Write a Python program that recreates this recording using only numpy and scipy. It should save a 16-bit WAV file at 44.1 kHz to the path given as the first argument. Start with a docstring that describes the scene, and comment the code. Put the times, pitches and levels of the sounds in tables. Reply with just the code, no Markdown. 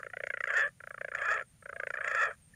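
"""Croaking bird in the trees

A hidden bird gives three calls. Each starts as a dry rattle, about 29 knocks a second, each knock a few
pulses ringing in the throat. The knocks run together into a rasp whose pulses speed up, turn rough and
die away. Soft tones sound between some knocks, and branches scatter the calls back. Behind the bird are
two thinly chirping insects, a few ticks in the leaves and a faint low rumble."""
import sys
import numpy as np
from scipy import signal
from scipy.fft import rfft, irfft
from scipy.io import wavfile
from scipy.ndimage import uniform_filter1d

SR = 44100
rng = np.random.default_rng(int(sys.argv[2]) if len(sys.argv) > 2 else 0)


def unload_audio(sound):
    """Save the sound as a 16-bit wav file, at the path given as the first command line argument."""
    columns = np.transpose(np.atleast_2d(sound))
    # keep every value between -1 and 1, then stretch to whole-number steps
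    steps = np.round(np.clip(columns, -1, 1) * 32767)
    wavfile.write(sys.argv[1], SR, steps.astype(np.int16))


N = 112454
FIRST_CALL_END_S = .75  # until here the bird faces another way, so its calls take a different colour
BREATH = 0.4  # air mixed into the pulses, per unit of roughness
WOBBLE_SHARE, WOBBLE_HZ = .015, 36.3  # waver in the tuning of the rasp's throat and the soft tones

# The knocks of the rattle. Each row: time in seconds, level in dB, width in seconds (scaled for attack
# and release), pulse rate in Hz, throat tuning in Hz, thump send in dB, hiss send in dB.
KNOCKS = [(0.002, -51, 0.006, 481, 1496, -6.5, -23), (0.0318, -43.5, 0.0012, 493, 1610, -16, -29.5),
          (0.047, -58.5, 0.0025, 515, 1930, 3, -25), (0.067, -46, 0.0019, 498, 1645, -4, -31.5),
          (0.1025, -53.5, 0.0016, 595, 1730, -15, -25), (0.1362, -43.5, 0.002, 483, 1746, -16.5, -39),
          (0.1704, -42, 0.0011, 505, 1820, -6, -41), (0.2048, -43, 0.0019, 574, 1740, -4, -39),
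          (0.2384, -39.5, 0.0015, 525, 1870, -3.5, -30.5), (0.271, -40, 0.0016, 494, 1800, -9, -23.5),
          (0.305, -36, 0.0022, 538, 1770, -14.5, -34.5), (0.34, -37, 0.0016, 522, 1745, -12, -35),
          (0.3738, -41, 0.0021, 488, 1746, -13, -40), (0.407, -36, 0.0017, 634, 1722, -14, -30),
          (0.4408, -34, 0.0014, 583, 1695, -18.5, -29.5), (0.4563, -47, 0.00071, 563, 1600, -13, -26),
          (0.4753, -37, 0.0024, 700, 1770, -11, -27), (0.5058, -32, 0.003, 630, 1680, -19, -33),
          (0.5395, -35, 0.0024, 547, 1660, -13, -26.5), (0.581, -39, 0.0013, 594, 1720, -13, -37),
          (0.688, -53, 0.0016, 588, 1640, -12.5, -29), (0.806, -50.5, 0.002, 548, 1616, -12, -47),
          (0.8393, -49.5, 0.0017, 544, 1610, -9, -45), (0.874, -46.5, 0.0016, 545, 1590, -8, -34),
          (0.9085, -45.5, 0.0018, 564, 1550, -9, -42), (0.9448, -46.5, 0.0015, 513, 1550, -11.5, -30),
          (0.9809, -46.5, 0.0023, 556, 1520, -14.5, -40), (1.0135, -40.5, 0.0023, 572, 1670, -6, -33),
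          (1.048, -40.5, 0.0015, 587, 1725, -4.5, -32.5), (1.0846, -44.5, 0.0025, 522, 1750, -4.5, -31),
          (1.1195, -42.5, 0.0023, 597, 1645, -9.5, -41), (1.1395, -47.5, 0.0018, 490, 1440, -13, -31),
          (1.1515, -34.5, 0.0019, 615, 1710, -16, -24.5), (1.162, -47, 0.00057, 594, 1600, -14, -24),
          (1.187, -43.5, 0.0025, 628, 2170, -8.5, -31), (1.2193, -34.5, 0.0031, 593, 1690, -16.5, -28.5),
          (1.255, -38, 0.0052, 595, 1590, -27, -20.5), (1.287, -34.5, 0.0039, 550, 1680, -22, -27.5),
          (1.341, -39.5, 0.0011, 580, 1790, -14.5, -20.5), (1.3774, -44.5, 0.0011, 593, 2150, -7, -35),
          (1.397, -41, 0.0025, 600, 1820, -22, -34), (1.4122, -43, 0.0011, 562, 1620, -10, -41),
          (1.4223, -49, 0.0025, 640, 1670, -8, -24), (1.6264, -58, 0.0019, 465, 1590, -7, -33),
          (1.6594, -47, 0.0026, 494, 1610, -6.5, -46), (1.695, -44, 0.0031, 500, 1580, -9.5, -31.5),
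          (1.73, -45, 0.0018, 449, 1500, -9, -38), (1.764, -45, 0.0028, 538, 1764, -7, -39),
          (1.801, -38, 0.0022, 480, 1656, -11, -33.5), (1.835, -39, 0.0011, 492, 1654, -6.5, -36),
          (1.8716, -39, 0.0019, 500, 1830, -7, -30.5), (1.9052, -38.5, 0.002, 472, 1677, -10, -26),
          (1.941, -37.5, 0.0025, 590, 1660, -12, -30), (1.956, -45.5, 0.0022, 445, 1530, -13, -29),
          (1.974, -39, 0.0024, 584, 1710, -15, -50), (1.9866, -42.5, 0.0032, 457, 1515, -10.5, -38),
          (2.0108, -37, 0.0035, 603, 1650, -16, -41), (2.046, -37, 0.0025, 590, 1800, -15.5, -26.5),
          (2.0791, -34, 0.0027, 582, 1850, -16.5, -21.5), (2.115, -35.5, 0.0027, 601, 1670, -11.5, -24),
          (2.1495, -35, 0.00096, 583, 1730, -10.5, -18.5), (2.234, -36.5, 0.0011, 600, 1720, -14, -24),
          (2.31, -46, 0.0038, 530, 1710, -8, -32)]
# Throat EQ for the first call's knocks, then for the later ones, when tuned to THROAT_HOME_HZ.
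# Each row: frequency in Hz, gain in dB.
FIRST_KNOCK_THROAT = [(300, -44.5), (930, -28), (1200, -16.5), (1480, 2), (1750, -2.5), (2000, 1),
                      (2400, -16.5), (2750, -18.5), (3200, -24), (3700, -45), (6000, -57.5)]
KNOCK_THROAT = [(300, -26), (880, -18.5), (1200, -17.5), (1500, 3), (1800, 2), (2150, -7.5), (2500, -10.5),
                (2950, -27), (3350, -23), (3800, -36.5), (6000, -76.5)]
THROAT_HOME_HZ = 1724
# EQ of the breath hiss on knocks and rasps. Each row: frequency in Hz, gain in dB.
HISS_EQ = [(2000, -33.5), (3500, -9), (4100, -15), (4650, -3.5), (5300, -5), (6100, -10), (6900, 4.5),
           (7200, -3.5), (7480, 0.5), (7900, -18.5), (9800, -14), (11500, -26), (15500, -38.5)]


def rattle():
    """Each knock is a few pulses through a falling throat, a low thump, a hiss and a faint after-buzz."""
    out = np.zeros(N)
    count = round(.04 * SR)
    t = (np.arange(count) - count // 2) / SR
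    from_peak = t + 0.00079
    rough, voice_trim_db, thump_trim_db, hiss_trim_db = 0.23, -1.67, -0.95, -1.75
    for time_s, db, width_s, pulse_hz, throat_hz, thump_db, hiss_db in KNOCKS:
        pulses, puffs = syrinx(np.full(count, pulse_hz), rough, centred=True)
        gate = bell(from_peak, width_s * np.where(from_peak < 0, 0.72, 1.4))  # fast in, slower out
        after_buzz = amp(-22) * (from_peak > 0) * np.exp(-abs(from_peak) / 0.0087)
        drive = (gate + after_buzz) * (pulses + BREATH * rough * puffs)
        throat = FIRST_KNOCK_THROAT if time_s < FIRST_CALL_END_S else KNOCK_THROAT
        sag = 1 - .045 * np.tanh((t - .0005) / 0.0012)
        voice = unit_rms(moving_colour(drive, throat, throat_hz / THROAT_HOME_HZ * sag))
        thump_t = t - 0.002
        thump_hz = 560.6 * (1 + 0.042 * rng.standard_normal())
        thump = bell(thump_t, 0.0019) * np.cos(2 * np.pi * (thump_hz * thump_t + rng.random()))
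        thump = amp(thump_db + thump_trim_db) * unit_rms(thump)
        hiss = colour(bell(t - .0016, 0.0028) * puffs, HISS_EQ)
        hiss = amp(hiss_db + hiss_trim_db) * unit_rms(hiss)
        add(out, time_s + t[0], amp(db) * (amp(voice_trim_db) * voice + thump + hiss))
    return out


# Automation for the rasps, one list a call. Each row: time in seconds, target pulse rate in Hz,
# level in dB, roughness from 0 to 1, low resonance send in dB, hiss send in dB.
RASPS = [
    [(.4845, 158.2, -35.5, 0.09, -17, -32), (.515, 229, -36.5, 0.29, -13, -36.5),
     (.545, 293.1, -36.5, 0.19, -11.5, -22), (.554, 318.9, -30, 0.06, -18.5, -39),
     (.573, 345, -24, 0.14, -27.5, -21), (.592, 410.8, -28, 0.53, -12.5, -26),
     (.609, 424.6, -26, 0.21, -26.5, -25.5), (.632, 577, -28.5, 0.2, -14.5, -47.5),
     (.665, 572, -32, 0.12, -12.5, -48), (.680, 556, -44.5, 0.47, -2, -21.5), (.686, 547, -49, 0, -20, -34)],
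    [(1.170, 109.4, -42, 0.18, -11, -32), (1.197, 238.7, -40, 0.25, -10.5, -34),
     (1.232, 292.4, -36.5, 0.21, -12.5, -28), (1.270, 346.9, -33, 0.07, -21.5, -39),
     (1.297, 451.2, -31, 0.1, -17, -29.5), (1.318, 594, -27, 0.37, -11.5, -22.5),
     (1.332, 470.4, -29.5, 0.52, -16.5, -28), (1.355, 429.7, -32, 0.14, -13.5, -30),
     (1.385, 321.4, -37.5, 0.67, -10, -40), (1.405, 287.8, -46, 0.26, -5, -28),
     (1.430, 207, -58, 0.39, -8, -23)],
    [(2.018, 107.3, -49, 0.2, -11.5, -33.5), (2.060, 261.7, -38, 0.14, -9, -29.5),
     (2.100, 277.4, -38, 0.25, -16, -24), (2.140, 299.7, -35, 0.24, -15.5, -32.5),
     (2.172, 340.6, -30.5, 0.1, -18, -31), (2.200, 438.5, -27.5, 0.14, -26.5, -28.5),
     (2.228, 566.1, -27, 0.27, -11.5, -23), (2.255, 431.4, -29.5, 0.3, -18.5, -26.5),
     (2.285, 404.4, -37.5, 0.59, -4, -44), (2.315, 297, -47, 0.38, -4.5, -30),
     (2.355, 234.6, -63.5, 0.58, -14, -10)],
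]
# Resting throat EQ for the first rasp, then for the later ones. Each row: frequency in Hz, gain in dB.
FIRST_RASP_THROAT = [(300, -44), (850, -25), (1150, -18.5), (1380, -5.5), (1480, -12), (1720, 6),
                     (1900, -8.5), (2200, -19.5), (2600, -15), (2850, -27.5), (3350, -19.5), (3800, -60.5),
                     (6000, -72.5)]
RASP_THROAT = [(300, -58.5), (850, -20), (1050, -19.5), (1200, -7.5), (1380, 4), (1520, -15), (1720, 4),
               (1880, 3), (2080, -24), (2500, -6), (2850, -31.5), (3150, -27), (3400, -15.5), (3800, -54),
               (6000, -67.5)]
# The low resonance that gives the rasp its body. Each row: frequency in Hz, gain in dB.
BODY_EQ = [(150, -48), (310, -57), (430, -4.5), (550, 4), (680, 1.5), (850, -21.5), (1200, -42.5),
           (3000, -75.5)]


def rasp(rows):
    """Pulses speed up in steps and fuse into a harsh croak, then flutter and fade."""
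    times, *lanes = np.transpose(rows)
    t = np.arange(times[0], times[-1], 1 / SR)
    target_hz, db, rough, body_db, hiss_db = (np.interp(t, times, lane) for lane in lanes)
    tuning = 1 + .004 * np.maximum(db + 28, -12)  # the throat tightens with effort
    lock_hz = 1717  # each pulse waits a whole number of cycles of this resonance
    pulses, puffs = syrinx(lock_hz * tuning / np.round(lock_hz / target_hz), rough)
    drive = pulses + BREATH * rough * puffs
    throat = FIRST_RASP_THROAT if times[0] < FIRST_CALL_END_S else RASP_THROAT
    ring = moving_colour(drive, throat, tuning * (1 + WOBBLE_SHARE * wander(len(t), WOBBLE_HZ)))
    age = (t - t[0]) / 0.00077
    pulse_shape = age ** 2 * np.exp(-age)
    beat = steady(signal.fftconvolve(np.maximum(pulses, 0), pulse_shape)[:len(t)])
    voice = steady(ring * (.55 + .45 * beat), size=260)  # the ring is damped between pulses
    body = steady(colour(drive + 2.9 * puffs, BODY_EQ))
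    hiss = steady(colour(beat ** 2 * puffs + 0.36 * pulses, HISS_EQ))
    past_peak = np.clip((t - t[np.argmax(db)]) / 0.11, 0, 1)
    depth_db = 2.5 * past_peak * np.minimum(rough / 0.38, 1)
    flutter_hz = 79.86 * (1 + 0.25 * wander(len(t), 36))
    flutter = amp(depth_db * np.sin(2 * np.pi * np.cumsum(flutter_hz) / SR))
    fade = np.clip((t[-1] - t) / 0.0039, 0, 1)
    return fade * amp(db) * (flutter * (voice + amp(hiss_db) * hiss) + amp(body_db) * body)


def syrinx(hz, rough, centred=False):
    """The bird's voice organ: uneven pulses, and the puffs of air that go with them."""
    count = len(hz)
    jitter, shimmer, jitter_hz = .35, 0.99, 203.8
    turns = np.cumsum(hz * np.exp(jitter * rough * wander(count, jitter_hz))) / SR
    if centred:  # a pulse lands just before the middle
        turns = turns - turns[count // 2] + .5 * rng.random()
    from_pulse_s = ((turns + .5) % 1 - .5) / hz
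    pulses = bell(from_pulse_s, 2 / SR) * np.exp(shimmer * rough * wander(count, 2 * jitter_hz))
    puffs = (0.26 + np.exp(-(turns % 1) / 0.39)) * rng.standard_normal(count)
    return unit_rms(pulses - pulses.mean()), unit_rms(puffs)


# The soft tones. Each row: centre in seconds, half length in seconds, pitch in Hz, level in dB.
TONES = [(0.142, .006, 726, -46), (1.70, .016, 580, -56), (1.765, .035, 660, -57),
         (1.821, 0.026, 1230, -51.5), (1.997, .017, 610, -52), (2.541, .004, 1760, -54)]


def tones():
    """Soft, slightly wavering tones that sound on between knocks, and one last pip."""
    t = np.arange(N) / SR
    phase_per_hz = 2 * np.pi * np.cumsum(1 + WOBBLE_SHARE * wander(N, WOBBLE_HZ)) / SR
    return np.sqrt(2) * sum(amp(db) * np.exp(-((t - centre_s) / half_s) ** 2) * np.sin(hz * phase_per_hz)
                            for centre_s, half_s, hz, db in TONES)


# Reverb of the wood, longest in the highs. 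Each row: frequency in Hz, seconds to fall by 60 dB.
WOOD_DECAY = [(500, 0.11), (1600, 0.1), (4000, .3), (8000, 1)]


def trees(x):
    """Quick reflections from near branches and a faint tail from the wood."""
    t = np.arange(SR // 2) / SR
    taps_per_s, near_db, tail_db = 2000, -18.5, -34
    taps = rng.standard_normal((2, len(t))) * (rng.random((2, len(t))) < taps_per_s / SR) * (t > .003)
    hz, frame_s, bands = signal.stft(taps[0], SR, nperseg=256)
    decay = amp(-60 * frame_s / curve_at(WOOD_DECAY, hz)[:, None])
    tail = signal.istft(bands * decay, SR, nperseg=256)[1][:len(t)]
    near = taps[1] * np.exp(-t / 0.019) * np.exp(-(t / 0.041) ** 2)
    echo = amp(tail_db) * tail / np.linalg.norm(tail) + amp(near_db) * near / np.linalg.norm(near)
    return signal.fftconvolve(x, echo)[:N]


# The two nearer insects. Each row: pitch in Hz, spread in Hz, opening level in dB, closing level in dB,
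# centre of the first chirp in seconds, half length of a chirp in seconds.
INSECTS = [(8637, 300, -76, -68, 0.11, .042), (9200, 80, -80, -77, 0.049, 0.04)]


def insects():
    """Two insects chirp about seven times a second, each in a narrow high band, and slowly grow louder."""
    t, out = np.arange(N) / SR, np.zeros(N)
    period_s = .138
    for hz, spread_hz, start_db, end_db, first_s, half_s in INSECTS:
        from_chirp_s = (t - first_s + period_s / 2) % period_s - period_s / 2
        gate = np.exp(-(from_chirp_s / half_s) ** 4)
        level = amp(np.linspace(start_db, end_db, N) + 2 * wander(N, 10))
        phase = 2 * np.pi * hz * t
        band = wander(N, spread_hz) * np.cos(phase) + wander(N, spread_hz) * np.sin(phase)
        out += level * gate * band
    return out


# Ticks in the leaves. Each row: start in seconds, level in dB, decay time in seconds.
LEAF_TICKS = [(.869, -61, 0.0068), (.895, -58, .003), (1.535, -69, 0.0022)]
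# Their bright EQ. Each row: frequency in Hz, gain in dB.
LEAF_EQ = [(1500, -13), (4000, 1), (12000, 2)]


def leaf_ticks():
    """Tiny dry ticks in the leaves, each a fast-dying burst of noise."""
    out, t = np.zeros(N), np.arange(2048) / SR
    for start_s, db, decay_s in LEAF_TICKS:
        noise = unit_rms(colour(rng.standard_normal(len(t)), LEAF_EQ))
        add(out, start_s, amp(db) * np.exp(-t / decay_s) * noise)
    return out


# EQ of the ambience bed. Each row: frequency in Hz, gain in dB.
AIR_EQ = [(15, -31.5), (28, -6), (60, -4), (150, -0.5), (220, -10), (330, -24), (600, -21.5), (900, -27),
          (2000, -24.5), (3500, -28.5), (5500, -31.5), (6900, -26), (7900, -34), (9100, -21.5),
          (10000, -24.5), (11200, -35), (15500, -36.5)]


def air():
    """Distant rumble and the even hiss of far insects."""
    gain = amp(curve_at(AIR_EQ, np.fft.rfftfreq(N, 1 / SR)))
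    level_db = -64.5 + 0.91 * wander(N, 11)
    return amp(level_db) * unit_rms(irfft(rfft(rng.standard_normal(N)) * gain, N))


def amp(db):
    """Decibels to gain."""
    return 10 ** (np.asarray(db) / 20)


def unit_rms(x):
    """Scales to rms 1."""
    return x / np.sqrt(np.mean(x ** 2) + 1e-20)


def bell(t, width):
    """A Gaussian envelope that peaks at t = 0."""
    return np.exp(-.5 * (t / width) ** 2)


def curve_at(points, hz):
    """Reads a table on a log-frequency axis."""
    f, value = np.transpose(points)
    return np.interp(np.log(hz + 1), np.log(f + 1), value)


def add(mix, start_s, sound):
    """Mixes a sound in from its start time."""
    at = round(start_s * SR)
    sound = sound[max(-at, 0):]
    part = mix[max(at, 0):][:len(sound)]
    part += sound[:len(part)]


def colour(x, eq, size=4096):
    """Minimum-phase EQ: it rings only after it is struck."""
    log_gain = np.log(amp(curve_at(eq, abs(np.fft.fftfreq(size, 1 / SR)))))
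    ring = np.fft.ifft(np.exp(np.conj(signal.hilbert(log_gain)))).real[:size // 2]
    return signal.fftconvolve(x, ring)[:len(x)]


def moving_colour(x, eq, tuning):
    """An EQ whose resonances follow the ratio tuning: a faster clock raises them."""
    clock = np.cumsum(tuning)
    grid = np.arange(int(clock[-1]) + 2)
    return np.interp(clock, grid, colour(np.interp(grid, clock, x), eq))


def wander(count, hz):
    """Smooth random drift of rms 1, rolling off around hz."""
    f = np.fft.rfftfreq(count, 1 / SR)
    return unit_rms(irfft(rfft(rng.standard_normal(count)) * np.exp(-(f / hz) ** 2), count))


def steady(x, size=700):
    """Evens out the level over a few pulses."""
    power = uniform_filter1d(uniform_filter1d(x ** 2, size), size)
    return x / np.sqrt(abs(power) + 1e-4 * np.mean(x ** 2))


def scene():
    """The bird among the trees, over the background, in mono."""
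    bird = rattle() + tones()
    for rows in RASPS:
        add(bird, start_s=rows[0][0], sound=rasp(rows))
    return (bird + trees(bird) + air() + insects() + leaf_ticks())[None]


def record(dry):
    """A steep high cut at 15.6 kHz."""
    high_cut = signal.firwin(511, 15600, window=("kaiser", 9), fs=SR)
    return signal.oaconvolve(dry, high_cut[None], "same")


dry = scene()
out = record(dry)
unload_audio(out)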